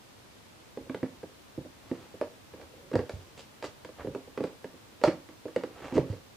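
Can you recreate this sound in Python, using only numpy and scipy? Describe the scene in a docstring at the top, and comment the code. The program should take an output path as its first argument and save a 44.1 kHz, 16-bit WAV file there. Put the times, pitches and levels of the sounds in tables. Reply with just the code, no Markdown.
"""In a small quiet room with a matted floor, a cat paws at thin plastic storage cases and pushes into one.
Contacts excite damped modes of walls and rim; random slips excite the plastic while it slides.
Strong blows also rattle the rim, and the weight of the case lands in dull, decaying thuds.
Every impact and slide gets a diffuse room answer; shaped noise and a sine give steady hiss and a high whine."""
import sys
import numpy as np
from scipy import signal
from scipy.fft import rfft, irfft, next_fast_len
from scipy.io import wavfile
from scipy.ndimage import map_coordinates

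SR = 44100
rng = np.random.default_rng(int(sys.argv[2]) if len(sys.argv) > 2 else 0)


def waveform_to_disk(signal):
    """Save audio, clipped to [-1, 1], as 16-bit WAV at the path in sys.argv[1]."""
    frames = np.transpose(np.atleast_2d(signal))
    scaled = np.clip(frames, -1, 1) * 32767
    samples = np.round(scaled).astype(np.int16)
    wavfile.write(sys.argv[1], SR, samples)


N = 280631
TIME = np.arange(N) / SR
AGE = np.arange(SR // 4) / SR  # seconds since a contact

# Still air and microphone hiss. Each row: frequency in Hz, relative density in dB per Hz.
HISS_SPECTRUM = [(12, -21), (20, -18.5), (101, 2), (166, -5), (219, -2.5), (324, -3.5), (393, -4.5),
                 (565, -6), (788, -8.5), (932, -8), (1380, -11.5), (2090, -13.5), (3750, -15), (13900, -27),
                 (15500, -45)]
# Left-right correlation of the hiss. Each row: frequency in Hz, likeness from 0 to 1.
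HISS_ALIKE = [(60, 0.6), (400, 0), (1200, 0), (4000, 0), (12000, 0)]
# Whine of the electronics. Each row: time in seconds, rms level in dB.
WHINE_LEVEL = [(0, -80), (0.45, -104), (0.7, -78.5), (6.36, -76.5)]
HISS_DB, WHINE_HZ = -54.17, 15278  # hiss level as rms

# Left-right correlation of the room answer. Each row: frequency in Hz, likeness from 0 to 1.
ROOM_ALIKE = [(100, 0.92), (550, 0.97), (1100, 0.64), (2500, .3), (8000, .05)]
# Reverberation. Each row: frequency in Hz, time to fall by 60 dB in seconds.
ROOM_T60 = [(100, 0.23), (350, 0.33), (1000, 0.26), (4000, 0.26), (12000, 0.26)]
# Colour of the room answer. Each row: frequency in Hz, gain in dB.
ROOM_LEVEL = [(100, -6), (350, -11.5), (700, -7), (1100, -4.5), (2000, -4), (5000, 1), (12000, -0.5)]
# Stereo balance of the case. Each row: frequency in Hz, left over right in dB.
BALANCE = [(100, -3), (300, -3.5), (600, -2), (1500, -2), (5000, -0.5), (12000, 0)]
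TOP_HZ = 15750  # band limit

# Contacts of the case. Each row: start in seconds, blow level in dB, pitch of the struck spot in Hz,
# hardness as the rim click's level in dB relative to the blow level.
CONTACTS = [(0.772, -27, 416, -25.5), (0.866, -45, 442, -22), (0.896, -27, 262, -19),
            (0.945, -27, 438, -16.5), (1.029, -19, 287, -24.5), (1.231, -31.5, 450, -20.5),
            (1.577, -28, 310, -36), (1.649, -36.5, 368, -28), (1.913, -21, 277, -27.5),
            (2.14, -39, 452, -39), (2.212, -16.5, 560, -25), (2.536, -38, 428, -16),
            (2.613, -42.5, 550, -10.5), (2.737, -46.5, 523, -31), (2.914, -31, 445, -20.5),
            (2.932, -34.5, 510, -14), (2.937, -19, 305, -24), (2.954, -14, 501, -23.5),
            (2.99, -20.5, 420, -23.5), (3.094, -27.5, 558, -14.5), (3.625, -31.5, 573, -11.5),
            (3.641, -25, 533, -17.5), (3.847, -38, 514, -9.5), (3.889, -39, 520, -18),
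            (4.046, -27.5, 390, -30), (4.071, -25, 392, -28), (4.148, -25, 410, -19.5),
            (4.274, -41.5, 460, -23), (4.375, -23.5, 415, -19), (4.405, -18.5, 388, -30.5),
            (4.438, -21, 450, -20.5), (4.643, -30, 438, -17), (4.739, -45.5, 269, -28),
            (5.014, -33.5, 490, -15), (5.037, -6.5, 570, -20.5), (5.075, -20, 312, -16.5),
            (5.081, -16, 316, -22), (5.288, -43.5, 350, -12.5), (5.454, -26.5, 420, -29.5),
            (5.481, -42, 480, -13.5), (5.561, -16, 520, -21.5), (5.635, -24, 447, -19),
            (5.923, -26, 246, -18.5), (5.954, -21, 285, -25), (5.967, -15, 306, -24.5),
            (5.978, -8.5, 420, -29.5), (6.128, -36, 490, -21)]
# Bending modes of the walls. Each row: frequency in Hz, relative level in dB, 60 dB decay time in s.
WALL_MODES = [(146, -20, .1), (182.3, -3, 0.13), (207.4, -3, 0.043), (266, 3.5, 0.19), (315.7, 3, 0.14),
              (338.6, 5, 0.083), (405.5, 2.5, 0.052), (430.7, 1.5, 0.057), (476, 1.5, 0.086),
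              (501, 2, 0.077), (584.5, 0.5, 0.074), (613, -4.5, 0.049), (685.6, -2.5, 0.049),
              (748, -9, 0.068), (823, -8, 0.083), (920, -35.5, 0.032)]
# Modes of the stiff rim. Each row: frequency in Hz, relative level in dB, 60 dB decay time in s.
RIM_MODES = [(930, 4.5, 0.081), (890, -6, 0.01), (1142, 6, 0.026), (1280, -9, 0.0099), (1444, -6, 0.012),
             (1638, 5, 0.029), (1734, 4.5, 0.02), (1830, 3.5, 0.025), (1970, 8, 0.02), (2265, 1.5, 0.022),
             (2258, -4.5, 0.044), (2420, -9, 0.045), (2570, -13, 0.12), (3130, -15, 0.022)]
# Dense higher rim modes. Each row: frequency in Hz, relative density in dB per Hz.
CLACK_SPECTRUM = [(300, -25), (800, 8.5), (1100, 6.5), (2200, -1), (3000, -3.5), (5000, -30), (12000, -48)]
# Crack of the edge. Each row: frequency in Hz, relative density in dB per Hz.
SNAP_SPECTRUM = [(500, 1), (1200, 15), (2400, 3), (3500, 2), (4700, 3.5), (6000, -5), (8000, -8),
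                 (11000, -17), (15500, -32.5)]
MID_HZ = 400  # pitch from which a spot's stiffness is counted in octaves
LONG_WALL_DB, LONG_WALL_DB_PER_OCTAVE = -12.5, -6  # a low, slack spot shakes the long walls
SHORT_WALL_DB, SHORT_WALL_DB_PER_OCTAVE = -11.3, 3.5  # a high, stiff spot shakes the short walls
STIFF_HZ, STIFF_LOSS_DB = 525, 10.5  # spots stiffer than this move the long walls less
DAMPING_DB_PER_DB, USUAL_DB = 0.17, -22  # a stronger blow presses harder and leaves less ring
SNAP_DB, SNAP_DB_PER_OCTAVE = -8, 8  # edge snap relative to rim tick: stiff spots lie near the edge
SWING_CYCLES, SWING_GROWTH = 1.23, 1.3  # cycles to the swing's peak at MID_HZ; octaves of cycles per octave
PRESS_DB, PRESS_HZ = -7.5, 142  # floor thud under the long walls, relative to their ring

# Plastic sliding on the mat, or paw on plastic. Each row: fastest moment in seconds, length scale in s,
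# body in dB, rasp in dB relative to body, scratch in dB relative to rasp; all before SLIDE_TRIMS_DB.
SLIDES = [(0.83, 0.12, -52, -22, -4), (1.952, 0.29, -57, -0.5, -9.5), (2.604, 0.09, -50, -8.5, -22),
          (2.83, 0.27, -54, -29, -7), (3.163, 0.27, -54.5, -12.5, 2), (3.39, 0.036, -47, -4.5, 1.5),
          (3.646, 0.03, -44, -3.5, -0.5), (4.003, 0.045, -49, 4, -24), (4.082, 0.12, -44, -31, -3),
          (4.442, 0.072, -53, -3, -8), (5.057, 0.053, -36, -7.5, -3), (5.797, 0.19, -52, -1, -18),
          (5.86, 0.099, -46.5, 0, -14), (5.951, 0.035, -33.5, -14.5, -2), (6.113, 0.1, -46, -10.5, -5)]
# Walls driven by slips. Each row: frequency in Hz, relative density in dB per Hz.
SLIDE_BODY = [(60, 15), (150, 3.5), (300, 8.5), (550, 9.5), (750, -24), (1100, -40), (2000, -38),
              (5000, -89)]
# Rasp at the rim. Each row: frequency in Hz, relative density in dB per Hz.
SLIDE_RASP = [(400, -6), (750, 10), (1000, 5.5), (1500, 1.5), (2100, -1.5), (3200, -13), (6000, -45),
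              (12000, -48)]
# Scratch at the edge. Each row: frequency in Hz, relative density in dB per Hz.
SLIDE_SCRATCH = [(1000, -28), (2800, 7), (4700, 4), (7500, -1), (10000, -13), (15500, -28)]
SLIDE_TRIMS_DB = (-1, -2, -2)  # added to the body, rasp and scratch levels
RISE_SHARE = 0.41  # part of the length scale used while speeding up

# Strong blows rattle the rim: threshold, level relative to their click, longest delay, loss by then.
RATTLE_FROM_DB, RATTLE_DB, RATTLE_S, RATTLE_LOSS_DB = -23.5, -12.5, 0.05, 7

# The whole weight landing. Each row: start in seconds, level in dB before LANDING_TRIM_DB, pitch in Hz.
LANDINGS = [(1.58, -31, 121), (2.956, -19, 114), (3.136, -27.5, 90), (4.072, -32.5, 131),
            (4.407, -30.5, 154), (5.075, -25.5, 147), (5.99, -20, 138), (6.10, -22, 101)]
LANDING_TRIM_DB = 1.5
REBOUND_S, REBOUND_LOSS_DB = 0.03, 10  # interval between thuds, loss at each


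def amp(db):
    """Level: decibels to amplitude ratio."""
    return 10 ** (np.asarray(db) / 20)


def unit(x):
    """Power normalisation: scale to rms 1."""
    return x / np.sqrt(np.mean(x ** 2) + 1e-20)


def burst(x):
    """Energy normalisation: scale a short sound to the energy of 10 ms at rms 1."""
    return x / np.sqrt(np.sum(x ** 2) / (SR / 100) + 1e-20)


def along(points, hz):
    """Interpolation: read (Hz, value) points on a logarithmic frequency axis."""
    f, v = np.transpose(points)
    return np.interp(np.log(hz + 1), np.log(f + 1), v)


def filtered(x, response):
    """Linear filtering: multiply the spectrum by a response of frequency."""
    n = x.shape[-1]
    m = next_fast_len(n + 8192)
    hz = np.fft.rfftfreq(m, 1 / SR)
    return irfft(rfft(x, m) * response(hz), m)[..., :n]


def coloured(x, spectrum):
    """Spectral shaping: filter by (Hz, dB) points."""
    return filtered(x, lambda hz: amp(along(spectrum, hz)))


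def stereo(pair, alike):
    """Correlation: mix two unrelated signals so left and right share the given likeness."""
    def mid_and_side(hz):
        angle = np.arccos(np.clip(along(alike, hz), -1, 1)) / 2
        return np.array([np.cos(angle), np.sin(angle)])

    mid, side = filtered(pair, mid_and_side)
    return np.array([mid + side, mid - side])


def add(track, s, sound):
    """Superposition: mix a sound into the track from time s."""
    part = track[:, max(round(s * SR), 0):][:, :sound.shape[-1]]
    part += sound[..., :part.shape[-1]]


def in_room(x, build_up=0.0025):
    """Reverberation: direct sound plus a fresh diffuse tail with frequency-dependent decay."""
    hz, t, noise = signal.stft(rng.standard_normal((2, SR // 2)), SR, nperseg=256)
    decay = amp(-60 * t / along(ROOM_T60, hz)[:, None])
    tail = signal.istft(noise * decay, SR, nperseg=256)[1]
    tail = stereo(coloured(tail / np.linalg.norm(tail[0]), ROOM_LEVEL), ROOM_ALIKE)
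    tail = tail * (1 - np.exp(-(np.arange(tail.shape[1]) / SR / build_up) ** 2))
    tail[:, 0] += 1  # direct sound
    return signal.fftconvolve(x[None], tail, axes=1)


def background():
    """Stationary noise and a pure tone: still air, microphone hiss and the whine of camera electronics."""
    air = unit(stereo(coloured(rng.standard_normal((2, N)), HISS_SPECTRUM), HISS_ALIKE))
    whine_rms = amp(np.interp(TIME, *np.transpose(WHINE_LEVEL)))
    whine = np.sqrt(2) * whine_rms * np.sin(2 * np.pi * WHINE_HZ * TIME)
    return amp(HISS_DB) * air + whine


def swell(rise):
    """Contact compliance: a soft contact has a smooth onset."""
    return 1 - np.exp(-(AGE / rise) ** 2)


def ring(modes, weights, attack, free_share=0.51, settle=0.012):
    """Modal superposition: damped sines, varied each time as the cat's weight strains the plastic."""
    hz, db, t60 = np.transpose(modes)[:, :, None]
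    hz = hz * rng.normal(1, .008, hz.shape)
    db = db + rng.normal(0, 2.5, hz.shape)
    # paw and mat soak up part of the swing early; the rest rings on freely
    grip = free_share + (1 - free_share) * np.exp(-(AGE / settle) ** 2)
    partials = amp(db - 60 * AGE / t60) * np.sin(2 * np.pi * hz * AGE)
    return burst(weights @ partials * swell(attack) * grip)


def wall_knock(pitch_hz, long_db, short_db, cycles, flex_db=-5, reach=1.48, split_hz=400, lag=0.001):
    """Forced plate bending: the spot swings briefly; long walls ring low and short walls higher."""
    growth = AGE * pitch_hz / cycles
    flex = growth * np.exp(1 - growth) * np.sin(2 * np.pi * pitch_hz * AGE)
    mode_hz = np.transpose(WALL_MODES)[0]
    long_share = 1 / (1 + (mode_hz / split_hz) ** 8)
    # modes far above the spot's pitch are driven least
    driven = 1 / np.sqrt(1 + (mode_hz / (reach * pitch_hz)) ** 4)
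    sound = amp(flex_db) * flex
    sound += amp(long_db) * ring(WALL_MODES, long_share * driven, attack=0.0033)
    sound += amp(short_db) * ring(WALL_MODES, (1 - long_share) * driven, attack=0.0025)
    # the broad walls move just after the rim is touched
    return np.interp(AGE - lag, AGE, sound, left=0)


def floor_thud(hz, t60=0.063, attack=0.0014):
    """Heavily damped oscillation: the padded floor takes weight with a few dull cycles."""
    return np.sin(2 * np.pi * hz * AGE) * amp(-60 * AGE / t60) * swell(attack)


def rim_tick(ring_db=-4, clack_db=-3.5, clack_t60=0.017):
    """Modal density: a few clear rim modes over dense ones approximated by decaying noise."""
    clear = ring(RIM_MODES, rng.choice([-1, 1], len(RIM_MODES)), attack=0.00061)
    noise = coloured(rng.standard_normal(len(AGE)), CLACK_SPECTRUM)
    dense = burst(noise * amp(-60 * AGE / clack_t60) * swell(0.0017))
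    return amp(ring_db) * clear + amp(clack_db) * dense


def edge_snap(crack_t60=0.0052, chatter_db=-16, chatter_t60=0.032):
    """Two-stage decay: noise falls fast as the edge cracks, then slower as it chatters."""
    decay = amp(-60 * AGE / crack_t60) + amp(chatter_db - 60 * AGE / chatter_t60)
    noise = coloured(rng.standard_normal(len(AGE)), SNAP_SPECTRUM)
    return burst(noise * decay * swell(0.0011))


def knocks():
    """Impact excitation: a spot's stiffness divides each blow among walls, floor and edge snap."""
    out = np.zeros((2, N))
    for s, db, pitch_hz, hardness_db in CONTACTS:
        octaves = np.log2(pitch_hz / MID_HZ)
        damping_db = DAMPING_DB_PER_DB * (db - USUAL_DB)
        stiff_db = STIFF_LOSS_DB * (pitch_hz > STIFF_HZ)
        long_db = LONG_WALL_DB + LONG_WALL_DB_PER_OCTAVE * octaves - stiff_db - damping_db
        short_db = SHORT_WALL_DB + SHORT_WALL_DB_PER_OCTAVE * octaves - damping_db
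        cycles = SWING_CYCLES * 2 ** (SWING_GROWTH * octaves)
        body = wall_knock(pitch_hz, long_db, short_db, cycles)
        press = amp(long_db + PRESS_DB) * floor_thud(PRESS_HZ)
        snap_db = SNAP_DB + SNAP_DB_PER_OCTAVE * octaves
        click = rim_tick() + amp(snap_db) * edge_snap()
        add(out, s, in_room(amp(db) * (body + press + amp(hardness_db) * click)))
    return out


def slides(slip_rate=1800, smooth_share=0.22):
    """Friction: random slips (slip_rate per second) and smooth noise drive walls, rim and edge."""
    levels = np.zeros((3, N))
    for s, length, body_db, rasp_db, scratch_db in SLIDES:
        side_length = length * np.where(TIME < s, RISE_SHARE, 1 - RISE_SHARE)
        speed = np.exp(-((TIME - s) / side_length) ** 2)
        layer_db = np.cumsum([body_db, rasp_db, scratch_db]) + SLIDE_TRIMS_DB
        levels += np.outer(amp(layer_db), speed)
    slips = unit((rng.random(N) < slip_rate / SR) * rng.standard_normal(N))
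    friction = slips + smooth_share * rng.standard_normal(N)
    sound = np.zeros(N)
    for level, colour in zip(levels, (SLIDE_BODY, SLIDE_RASP, SLIDE_SCRATCH)):
        sound += level * unit(coloured(friction, colour))
    return in_room(sound)[:, :N]


def rattles(count=4):
    """Repeated impact: after a strong blow the loose rim gives irregular ticks, later ones weaker."""
    out = np.zeros((2, N))
    for s, db, _, hardness_db in CONTACTS:
        if db > RATTLE_FROM_DB:
            chatter = np.zeros((1, len(AGE)))
            for late in rng.uniform(.1, 1, count):
                add(chatter, late * RATTLE_S, amp(-RATTLE_LOSS_DB * late) * rim_tick())
            add(out, s, in_room(amp(db + hardness_db + RATTLE_DB) * chatter[0]))
    return out


def landings(count=3):
    """Energy loss on rebound: the case lands and rocks to rest, each thud weaker than the last."""
    out = np.zeros((2, N))
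    for s, db, hz in LANDINGS:
        for k in range(count):
            thud = amp(db + LANDING_TRIM_DB - k * REBOUND_LOSS_DB) * floor_thud(hz)
            add(out, s + k * REBOUND_S, in_room(thud))
    return out


def scene(lowest_hz=64):
    """Radiation: the small case radiates little deep bass and sounds slightly to the right."""
    case = knocks() + rattles() + landings() + slides()
    case = signal.sosfilt(signal.butter(3, lowest_hz, "high", fs=SR, output="sos"), case)
    placed = filtered(case, lambda hz: amp(np.outer([.5, -.5], along(BALANCE, hz))))
    return placed + background()


def record(dry):
    """Band limitation: the camera keeps nothing at or above its upper limit."""
    return filtered(dry, lambda hz: hz < TOP_HZ)


dry = scene()
out = record(dry)
waveform_to_disk(out)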